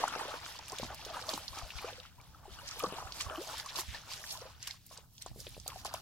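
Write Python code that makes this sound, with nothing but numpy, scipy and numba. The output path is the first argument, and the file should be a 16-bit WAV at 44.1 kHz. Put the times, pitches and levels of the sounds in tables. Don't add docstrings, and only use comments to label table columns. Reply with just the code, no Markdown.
import sys
import numpy as np
from scipy import signal
from scipy.fft import rfft, irfft, next_fast_len
from scipy.io import wavfile
from scipy.ndimage import uniform_filter1d
from numba import njit

SR = 44100
rng = np.random.default_rng(int(sys.argv[2]) if len(sys.argv) > 2 else 0)


def transcribe(signal):
    frames = np.atleast_2d(signal).T
    limited = np.clip(frames, -1, 1)
    pcm = np.round(limited * 32767).astype(np.int16)
    wavfile.write(sys.argv[1], SR, pcm)


N = 265041

# (pitch [Hz], left minus right [dB])
PORT_COLOUR = [(60, 0.5), (110, 0.0), (200, -2), (380, 1), (700, -0.5), (1290, 2), (2380, 4), (4400, -5.5),
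               (8120, -2.5), (15000, 0.5)]
PORT_LAG_S, PORT_WANDER_S, PORT_SPREAD_S = 3e-5, 6e-5, 3e-5
TOP_HZ = 15900
CLUMP_DB = 1.5
DROP_RISE = 0.02


def undb(db):
    return 10 ** (np.asarray(db) / 20)


def unit(x):
    return x / np.sqrt(np.mean(x ** 2))


def curves(table):
    s, *columns = np.transpose(table)
    return [np.interp(np.arange(N) / SR, s, c) for c in columns]


def colour_db(spectrum, hz):
    f, db = np.transpose(spectrum)
    return np.interp(np.log(np.maximum(hz, 1)), np.log(f), db, left=-80)


def noise(spectrum, alike_low, alike_high, turn_hz):
    size = next_fast_len(N)
    hz = np.arange(size // 2 + 1) * SR / size
    common, opposite = rfft(rng.standard_normal((2, size)))
    high_part = 1 / (1 + (turn_hz / (hz + 1)) ** 4)
    alike = np.clip(alike_low + (alike_high - alike_low) * high_part, 0, 1)
    pair = np.sqrt(1 + alike) * common + np.sqrt(1 - alike) * opposite * np.array([[1], [-1]])
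    return unit(irfft(pair * undb(colour_db(spectrum, hz)), size)[:, :N])


def walk(rate):
    k = int(SR / rate)
    steps = np.repeat(rng.standard_normal(N // k + 1), k)
    return unit(uniform_filter1d(uniform_filter1d(steps, k), k)[:N])


@njit
def ring(out, start, hz, swell, fade, rise, left, right, turn):
    for g in range(len(start)):
        f, phase, size, first = hz[g], 0., 1., int(start[g])
        for i in range(first, out.shape[1]):
            phase += 2 * np.pi * f / SR
            f = min(f * (1 + rise[g] * f / SR), SR / 2.5)
            if i - first < swell[g]:
                now = np.sin(np.pi / 2 * (i - first) / swell[g]) ** 2
            else:
                size *= fade[g]
                now = size
            out[0, i] += left[g] * now * np.sin(phase)
            out[1, i] += right[g] * now * np.sin(phase - turn[g])
            if size < .006:
                break
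    return out


def bubbles(s, db, hz, swell_s, t60, rise, pan_db, lag_s):
    given = np.broadcast_arrays(s, db, hz, swell_s, t60, rise, pan_db, lag_s)
    s, db, hz, swell_s, t60, rise, pan_db, lag_s = (1. * v.ravel() for v in given)
    fade = np.exp(-np.log(1000) / (np.maximum(t60, 1e-4) * SR))
    left, right = undb(db + pan_db / 2), undb(db - pan_db / 2)
    return ring(np.zeros((2, N)), s * SR, hz, swell_s * SR, fade, rise, left, right, 2 * np.pi * hz * lag_s)


def open_air():
    # (pitch [Hz], relative level [dB])
    air_colour = [(35, -40), (60, 0.5), (87, -0.5), (108, 4.5), (156, -4), (363, -24.5), (492, -22.5),
                  (621, -43), (3190, -46), (3500, -28), (4970, -25.5), (9350, -32.5), (16000, -24)]
    return undb(-63) * noise(air_colour, alike_low=1.0, alike_high=0.089, turn_hz=1400)


def breeze():
    # (time [s], level [dB])
    breeze_levels = [(0.0, -65.5), (0.8, -58), (0.82, -52), (1.24, -61), (1.67, -55.5), (2.01, -58.5),
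                     (3.25, -56.5), (3.26, -50.5), (3.41, -65), (3.87, -59), (3.88, -51.5), (4.1, -60.5),
                     (5.24, -66), (5.32, -53), (5.37, -56.5), (6.01, -58)]
    # (pitch [Hz], relative level [dB])
    gust_colour = [(12, -43), (20, 1), (65, 11.5), (204, -5.5), (314, -10.5), (350, -20), (460, -40),
                   (770, -120)]
    level_db, = curves(breeze_levels)
    flutter_db = 2.2 * np.array([walk(34), walk(11)])
    return undb(level_db + flutter_db) * noise(gust_colour, alike_low=.05, alike_high=0.8, turn_hz=100)


def thuds():
    # (time [s], peak level [dB], pitch [Hz], left minus right [dB])
    thud_table = [(0.137, -58, 53.8, 0), (0.414, -57.5, 94.2, -1), (0.849, -46, 120, 2),
                  (1.502, -48, 61.9, 19), (1.627, -42.5, 51.1, 22), (1.751, -42.5, 54, 20),
                  (2.29, -49, 61.9, -1), (2.838, -50, 159, -1), (3.05, -43, 71, -18),
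                  (3.262, -45.5, 85, -27), (3.882, -41, 72, -22.5), (5.312, -44, 108, -14),
                  (5.385, -47.5, 130, 0), (5.575, -45, 121, 0), (5.749, -50, 64.6, 4)]
    s, db, hz, pan_db = np.transpose(thud_table)
    return bubbles(s, db, hz, .5 / hz, t60=0.064, rise=0., pan_db=pan_db, lag_s=0.00065)


def glugs():
    # (time [s], peak level [dB], starting pitch [Hz], 60 dB fade time [ms])
    glug_table = [(2.765, -48, 430, 50), (3.374, -36, 289, 140), (4.413, -42.5, 445, 41)]
    s, db, hz, t60_ms = np.transpose(glug_table)
    swell_cycles, rise_per_cycle = 4.1, .028
    return bubbles(s, db, hz, swell_cycles / hz, t60_ms / 1000, rise_per_cycle, 1.8, PORT_LAG_S)


def pockets(count, shed_db, spread_oct, late_s):
    # (time [s], peak level [dB], starting pitch [Hz], swell [ms], 60 dB fade time [ms])
    pocket_table = [(0.003, -34.5, 493, 0.73, 49), (0.032, -32, 730, 1.8, 22),
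                    (0.038, -15.5, 865, 2.14, 9.2), (0.078, -26, 1350, 1.4, 18),
                    (0.105, -39, 1300, 2.4, 43), (0.156, -36.5, 780, 5.8, 31),
                    (0.161, -29.5, 507, 0.73, 12), (0.197, -35, 1820, 1, 23), (0.215, -39, 453, 2.3, 23),
                    (0.253, -36.5, 405, 3.2, 13), (0.255, -46, 1260, .9, 25), (0.278, -39, 536, 9.9, 21),
                    (0.307, -36, 719, .8, 17), (0.339, -34.5, 520, 2.8, 15), (0.339, -31, 1330, 1.6, 10),
                    (0.462, -34.5, 1357, 0.51, 12), (0.548, -43.5, 960, 8.2, 15),
                    (0.593, -39, 900, 0.37, 20), (0.72, -37, 739, 1.5, 42), (0.722, -37.5, 985, 12.6, 13),
                    (0.725, -42.5, 396, 3.2, 53), (0.798, -31.5, 530, 0.69, 31), (0.829, -33, 232, 2.3, 38),
                    (0.831, -28.5, 850, 2.8, 3.2), (0.906, -39.5, 790, 1.15, 44),
                    (0.93, -39.5, 1060, 1.2, 14), (1.063, -38.5, 470, 4.1, 11),
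                    (1.136, -35.5, 1190, 11, 9.8), (1.169, -30, 945, .6, 42), (1.213, -46, 497, 6.1, 43),
                    (1.239, -39.5, 1190, .7, 33), (1.282, -39.5, 1072, 9.5, 13),
                    (1.281, -34.5, 608, 12, 18), (1.334, -33, 515, 0.65, 28), (1.334, -30.5, 896, 1.3, 18),
                    (1.338, -40, 279, 1.4, 116), (1.377, -27.5, 935, 0.76, 6.8),
                    (1.481, -38, 4200, 0.87, 20), (1.529, -41, 1050, 4, 22), (1.571, -47.5, 305, 2.7, 30),
                    (1.569, -37.5, 840, 5.6, 18), (1.574, -38.5, 1250, 6.3, 28),
                    (1.613, -38.5, 1160, 3.1, 13), (1.621, -42, 690, 3, 48), (1.703, -39, 2580, 1.5, 23),
                    (1.735, -45, 1056, 2.5, 14), (1.787, -36.2, 2260, 1, 17), (1.843, -32.5, 454, 4, 30),
                    (1.86, -42.5, 634, 30, 42), (1.881, -37, 1020, 0.7, 16), (1.833, -39, 800, 1.6, 40),
                    (1.926, -43.5, 504, 1.5, 61), (1.98, -48, 499, 4.3, 110), (2.052, -42, 1300, 1.3, 16),
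                    (2.182, -49.5, 946, 8, 23), (2.2, -48, 2240, 1.9, 17), (2.346, -47.5, 1280, 1.7, 39),
                    (2.453, -44, 820, 3.5, 45), (2.48, -44.5, 377, 1.27, 47), (2.588, -45, 2840, 2.1, 38),
                    (2.615, -48, 954, 2.8, 82), (2.628, -51.5, 558, 4.3, 160), (2.715, -42, 1280, 5.5, 21),
                    (2.799, -35, 1140, 11, 15), (2.83, -34.5, 670, 1.1, 28), (2.836, -24, 490, 2.15, 26),
                    (2.841, -25.5, 1120, 1.2, 61), (2.853, -28, 1156, 1.4, 18), (2.867, -41.5, 190, 1, 140),
                    (2.873, -44, 498, 3, 89), (2.924, -30, 417, 0.67, 7.1), (2.984, -31, 870, 2, 19),
                    (3.002, -39, 1200, 0.84, 31), (3.024, -35.5, 720, 2.5, 12),
                    (3.048, -46.5, 765, 7.7, 120), (3.205, -36.5, 1106, 5.5, 13),
                    (3.264, -37.5, 1104, 0.57, 60), (3.328, -42, 607, 7.7, 67), (3.352, -36, 1130, 1.7, 21),
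                    (3.41, -40, 497, 7.8, 30), (3.481, -42, 636, 5.2, 35), (3.658, -36.5, 1055, 8.5, 12),
                    (3.752, -38, 1020, 2.7, 15), (3.787, -27, 970, 1.1, 11), (3.788, -45, 345, 4.4, 66),
                    (3.833, -43, 890, 1.3, 18), (3.942, -41.5, 863, 2.9, 28), (3.944, -36, 1746, 3.5, 43),
                    (4.086, -45, 910, 4.1, 27), (4.115, -43, 1032, 2.3, 35), (4.24, -32.5, 1750, 0.78, 11),
                    (4.351, -40.5, 990, 3.1, 59), (4.454, -46.5, 512, 0.84, 72),
                    (4.676, -43, 1070, 1.3, 28), (4.703, -41, 2120, 3.4, 36), (4.74, -52.5, 1050, 2.8, 25),
                    (4.91, -48, 637, 2.9, 18), (4.912, -49.5, 1064, 1.7, 40), (4.98, -51, 910, 3.3, 21),
                    (4.984, -51.5, 524, 4.1, 25), (5.04, -59, 910, 1.7, 10), (5.262, -34.5, 696, 1.1, 11),
                    (5.262, -35, 910, 1, 8.8), (5.314, -49.5, 705, 1.5, 7.5), (5.36, -40.5, 390, 1.7, 6.3),
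                    (5.391, -51, 504, 1.7, 25), (5.41, -51, 487, 2, 22), (5.467, -39.5, 493, 1.7, 14),
                    (5.567, -38, 584, 0.75, 4.9), (5.662, -37.5, 724, 0.9, 22), (5.68, -44, 596, .7, 13),
                    (5.693, -45, 1180, 1, 57), (5.718, -39.5, 1000, 2.5, 25), (5.758, -37, 714, 3.1, 31),
                    (5.85, -33.5, 1030, 1.3, 36), (5.854, -30, 740, 0.54, 18), (5.878, -42, 654, 2.1, 22),
                    (5.941, -27, 964, 1.2, 17), (5.942, -31.5, 683, 2, 9.8), (5.979, -45, 1200, 1.6, 20)]
    s, db, hz, swell_ms, t60_ms = np.transpose(pocket_table)[:, :, None]
    swell_s, t60 = swell_ms / 1000, t60_ms / 1000
    u = rng.random((len(pocket_table), count))
    g = rng.standard_normal((len(pocket_table), 2, count))
    pitch = hz * 2 ** (spread_oct * g[:, 0])
    start = s + u * (swell_s + late_s)
    level_db = db + shed_db + 4.3 * g[:, 1]
    shed = bubbles(start, level_db, pitch, .8 / pitch, 12. 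/ pitch, 0.0086, 2.2, PORT_LAG_S)
    rise = 0.14 / (hz * (swell_s + t60))
    return shed + bubbles(s, db, hz, swell_s, t60, rise, 1.7, PORT_LAG_S)


def smacks(table, count, cycles):
    s, db, hz, length_ms = np.transpose(table)[:, :, None]
    u, g = rng.random((len(table), 2, count)), rng.standard_normal((len(table), 4, count))
    late = u[:, 0] ** 2
    spread_oct = 0.23 + 0.11 * np.log2(hz / 3000)
    pitch = np.clip(hz * 2 ** (spread_oct * g[:, 0]), 1500, TOP_HZ)
    level_db = db - 6.5 - 24 * late + 1.9 * g[:, 1]
    lag = PORT_LAG_S + PORT_WANDER_S * g[:, 3, :1] + PORT_SPREAD_S * g[:, 2]
    start = s + late * length_ms / 1000 + u[:, 1] / pitch
    pan_db = colour_db(PORT_COLOUR, pitch)
    return bubbles(start, level_db, pitch, 1.5 / pitch, cycles / pitch, DROP_RISE, pan_db, lag)


def surface_smacks():
    # (time [s], level shared out to the droplets [dB], centre pitch [Hz], spread of the starts [ms])
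    smack_table = [(0.0404, -38, 5600, 28), (0.0803, -26, 7700, 8), (0.1298, -37, 2450, 14),
                   (0.448, -35, 3486, 28), (0.4577, -39, 6170, 14), (0.5893, -33.5, 5300, 8),
                   (0.6822, -33, 9800, 28), (0.6805, -40.5, 3034, 8.4), (0.6976, -34, 4570, 8),
                   (0.7203, -34.5, 6000, 8), (0.7846, -31, 3090, 14), (0.7857, -30.5, 6900, 8),
                   (0.8361, -35, 4570, 28), (0.9457, -33, 10568, 17), (1.0495, -30.5, 4291, 17),
                   (1.0514, -34, 10568, 21), (1.1, -35, 4230, 31), (1.224, -33.5, 4700, 8),
                   (1.2914, -25.5, 4300, 8), (1.337, -24.5, 4900, 8), (1.3769, -33, 13944, 8),
                   (1.4801, -28, 4250, 21), (1.5873, -34, 6000, 8), (1.7031, -34.5, 2620, 17),
                   (1.785, -31, 2410, 28), (1.818, -36, 13100, 10), (1.9314, -37, 3170, 8),
                   (2.0, -34.5, 3600, 8), (2.0597, -45, 3470, 14), (2.213, -48.5, 5200, 10),
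                   (2.5432, -46.5, 5070, 8), (2.6747, -28.5, 5570, 42), (2.6884, -33.5, 5600, 8),
                   (2.711, -33.5, 4870, 14), (2.7938, -24, 11100, 8), (2.7999, -29, 3090, 8),
                   (2.8375, -30.4, 4600, 8), (2.8603, -34.5, 3850, 17), (2.9249, -38, 2620, 24),
                   (3.122, -34, 4870, 24), (3.2048, -30.5, 2280, 14), (3.209, -22, 5700, 59),
                   (3.4204, -36, 6505, 8), (3.5822, -31.5, 8009, 14), (3.5987, -29, 4700, 8),
                   (3.6607, -33, 8050, 8), (3.6883, -33.5, 4300, 21), (3.7577, -24.5, 5180, 38),
                   (3.7874, -33.5, 4970, 7.3), (3.7986, -31, 11200, 8), (3.8078, -25.5, 8583, 14),
                   (4.1353, -29.5, 5400, 10), (4.2636, -38.3, 7300, 8), (4.308, -31.5, 5700, 119),
                   (4.3236, -28, 11000, 24), (4.374, -36, 4700, 8), (4.628, -29, 6080, 8),
                   (4.672, -33, 3520, 20), (4.674, -27, 7740, 17), (4.709, -29, 4270, 8),
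                   (4.8644, -36, 10560, 14), (4.9748, -34.5, 5030, 8), (5.1804, -41, 5150, 8),
                   (5.2226, -32, 7350, 8), (5.263, -34, 5640, 12), (5.282, -43.5, 4000, 10),
                   (5.402, -30.5, 6700, 8), (5.467, -34, 3200, 14), (5.4905, -39, 10500, 9.3),
                   (5.545, -44, 3000, 10), (5.5993, -36.5, 5900, 8), (5.6646, -38, 3740, 14),
                   (5.6783, -21, 9600, 8), (5.701, -37.5, 2460, 14), (5.8481, -31, 6400, 14),
                   (5.8662, -32.5, 3800, 8), (5.9393, -27, 8800, 8), (5.947, -33.5, 2950, 21)]
    return smacks(smack_table, count=28, cycles=20.6)


def drips(spray_db, count, over_db, scatter_db, low_hz, octaves, length_ms):
    u = rng.random((count, 4)).T
    db = spray_db[(u[0] * N).astype(int)] + over_db + scatter_db * u[1]
    hz = low_hz * 2 ** (octaves * u[2])
    table = np.transpose([u[0] * N / SR, db, hz, length_ms * (.5 + u[3])])
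    return smacks(table, count=20, cycles=24.0)


def swarm(spectrum, count, cycles, rise, scatter_db, clump_db, patch_db, clump_rate, pan_db, tilt_db):
    u, g = rng.random((count, 4)).T, rng.standard_normal((count, 2)).T
    at = (u[0] * N).astype(int)
    lo, hi = spectrum[1][0], spectrum[-1][0]
    hz = lo * (hi / lo) ** u[1]
    db = colour_db(spectrum, hz) + 20 * np.log10(hz)
    db = db + tilt_db[at] * np.log2(hz / np.sqrt(lo * hi))
    db = db + scatter_db * np.minimum(-np.log(1 - u[2]), 5)
    patches = np.array([walk(clump_rate) for _ in range(8)])
    size_range = (u[1] * len(patches)).astype(int)
    db = db + clump_db * walk(clump_rate)[at] + patch_db * patches[size_range, at]
    lag = PORT_LAG_S + PORT_WANDER_S * walk(7)[at] + PORT_SPREAD_S * g[0]
    pan = pan_db * g[1] + colour_db(PORT_COLOUR, np.maximum(hz, 300))
    return unit(bubbles(at / SR, db, hz, 1.01 / hz, cycles * (.5 + u[3]) / hz, rise, pan, lag))


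def sloshes(table):
    s, db, rise_ms, fall_ms = np.transpose(table)[:4, :, None]
    slosh_db = 10
    t = np.arange(0, N + 64, 64) / SR
    late_ms = 1000 * (t - s)
    drop_db = slosh_db * np.maximum(-late_ms / rise_ms, late_ms / fall_ms)
    power = undb(2 * (db - drop_db)) + 1e-30
    total = power.sum(axis=0)

    def spread(v):
        return np.interp(np.arange(N) / SR, t, v)

    mixed = [spread(c @ power / total) for c in np.transpose(table)[4:]]
    return spread(10 * np.log10(total)), *mixed


def gurgle():
    # (peak time [s], level [dB], time of a 10 dB rise [ms], time of a 10 dB fall [ms])
    gurgle_times = [(0.0, -40, 59, 270), (0.3, -45.5, 270, 125), (0.55, -55, 240, 124),
                    (0.815, -51, 170, 72), (0.915, -48, 68, 67), (1.16, -42.5, 101, 77),
                    (1.309, -41.5, 54, 31), (1.41, -50.5, 120, 48), (1.595, -48, 89, 80),
                    (1.863, -47.5, 160, 76), (2.0, -60, 100, 85), (2.2, -58.5, 35, 56),
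                    (2.457, -60, 27, 100), (2.76, -72, 230, 100), (2.837, -42.5, 42, 36),
                    (2.99, -48, 410, 160), (3.338, -46, 196, 210), (3.5, -47.5, 210, 120),
                    (3.66, -53.5, 50, 97), (3.777, -45, 45, 41), (3.946, -49, 16, 92),
                    (4.111, -54.5, 66, 200), (4.37, -55.5, 160, 160), (4.47, -55, 150, 35),
                    (4.7, -65, 310, 77), (4.914, -58, 12, 80), (4.991, -63.5, 63, 39), (5.287, -66, 86, 50),
                    (5.45, -66.5, 150, 400), (5.689, -53, 15, 170), (5.873, -53, 48, 170)]
    # (pitch [Hz], relative level [dB])
    gurgle_colour = [(150, -39), (250, -5.5), (377, -13), (547, -3), (632, 1), (780, 2), (1290, 1.5),
                     (2200, -19), (2860, -4), (4840, -120)]
    level_db, = sloshes(gurgle_times)
    return undb(level_db) * swarm(gurgle_colour, count=20000, cycles=22.3, rise=0.015, scatter_db=3.0,
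                                  clump_db=CLUMP_DB, patch_db=2.5, clump_rate=45, pan_db=5.5,
                                  tilt_db=np.zeros(N))


def spray():
    # (peak time [s], level [dB], time of a 10 dB rise [ms], time of a 10 dB fall [ms],
    # brightness [dB per octave])
    splash_times = [(0.0, -45, 44, 620, -9), (0.205, -54, 400, 200, 1), (0.477, -45.5, 54, 81, -5.5),
                    (0.69, -50, 20, 150, -5), (0.839, -46, 140, 80, -6.5), (1.04, -52, 210, 130, -7),
                    (1.171, -48.5, 60, 130, -4.5), (1.295, -43, 23, 44, -4), (1.347, -43, 35, 114, -5),
                    (1.584, -51, 140, 67, -5.5), (1.783, -49, 240, 170, -5.5),
                    (1.885, -48.5, 42, 48, -10.5), (2.06, -57.5, 190, 36, -8.5), (2.266, -63, 93, 86, -5.5),
                    (2.537, -55.5, 49, 100, -7.5), (2.68, -47, 37, 180, -7.5), (2.8, -43.5, 15, 20, -2.5),
                    (2.86, -49, 250, 210, -3.5), (2.97, -53.5, 71, 76, -10.5), (3.17, -47, 93, 96, -4),
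                    (3.21, -39.5, 32, 40, -4.5), (3.431, -48, 117, 420, -3), (3.598, -44.5, 65, 40, -6),
                    (3.698, -45.5, 49, 30, -8.5), (3.795, -35.5, 37, 26, -2), (3.945, -48, 140, 71, -8.5),
                    (4.128, -41.5, 40, 61, -5.5), (4.314, -41, 64, 58, -2), (4.43, -53.5, 150, 117, -6.5),
                    (4.632, -47, 18, 60, -6.5), (4.678, -43.5, 22, 21, -6), (4.71, -49, 15, 46, -5.5),
                    (4.923, -54, 48, 69, -1), (4.983, -58, 60, 25, -9), (5.15, -62, 34, 190, 1),
                    (5.221, -44.5, 7.2, 13, -3), (5.274, -53, 39, 34, -5), (5.405, -53, 31, 36, 1),
                    (5.479, -54.5, 84, 300, -2.5), (5.687, -53, 36, 70, -3), (5.797, -49.5, 54, 34, -4),
                    (5.858, -41.5, 5.8, 32, -5.5), (5.952, -48.5, 23, 60, -4.5)]
    # (pitch [Hz], relative level [dB])
    spray_colour = [(880, -33), (1500, -17), (1810, -12), (2040, -6), (2200, -14), (3170, -7.5), (4840, -4),
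                    (8170, -9.5), (9190, -10), (11300, -5.5), (15800, -21)]
    level_db, tilt_db = sloshes(splash_times)
    fizz = swarm(spray_colour, count=60000, cycles=20.0, rise=DROP_RISE, scatter_db=1.25,
                 clump_db=CLUMP_DB, patch_db=2.0, clump_rate=40, pan_db=6.0, tilt_db=tilt_db)
    lone = swarm(spray_colour, count=2500, cycles=52.0, rise=0.0039, scatter_db=2.5,
                 clump_db=CLUMP_DB, patch_db=2.0, clump_rate=20, pan_db=3.0, tilt_db=tilt_db)
    drops = drips(level_db, count=90, over_db=0.5, scatter_db=7.5, low_hz=2210.0, octaves=1.8, length_ms=12.)
    pan_db = 1.5 * np.array([[.5], [-.5]])
    return undb(level_db + pan_db) * (fizz + undb(-7.5) * lone) + drops


def surface_bounce(water):
    centre_hz, width_hz, share = 2070, 560, 0.47
    band = signal.lfilter(*signal.iirpeak(centre_hz, centre_hz / width_hz, fs=SR), water)
    return water - share * band


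def bank_scatter(water):
    t60_s, level_db, wide_hz = .06, -17, 1500
    t = np.arange(8192) / SR
    fading = np.exp(-np.log(1000) * t / t60_s) * (t > .003)
    mid, side = rng.standard_normal((2, 8192)) * fading
    side = signal.sosfilt(signal.butter(2, wide_hz, "highpass", fs=SR, output="sos"), side)
    echo = np.array([mid + side, mid - side]) / np.sqrt(np.sum(mid ** 2))
    return undb(level_db) * signal.fftconvolve(water, echo, axes=1)[:, :N]


def scene():
    single_bubbles = pockets(count=4, shed_db=-17.0, spread_oct=0.31, late_s=.015)
    water = gurgle() + spray() + single_bubbles + glugs() + surface_smacks()
    water = surface_bounce(water)
    return water + bank_scatter(water) + breeze() + thuds() + open_air()


def record(dry):
    return signal.sosfilt(signal.ellip(10, .2, 70, TOP_HZ, fs=SR, output="sos"), dry)


dry = scene()
out = record(dry)
transcribe(out)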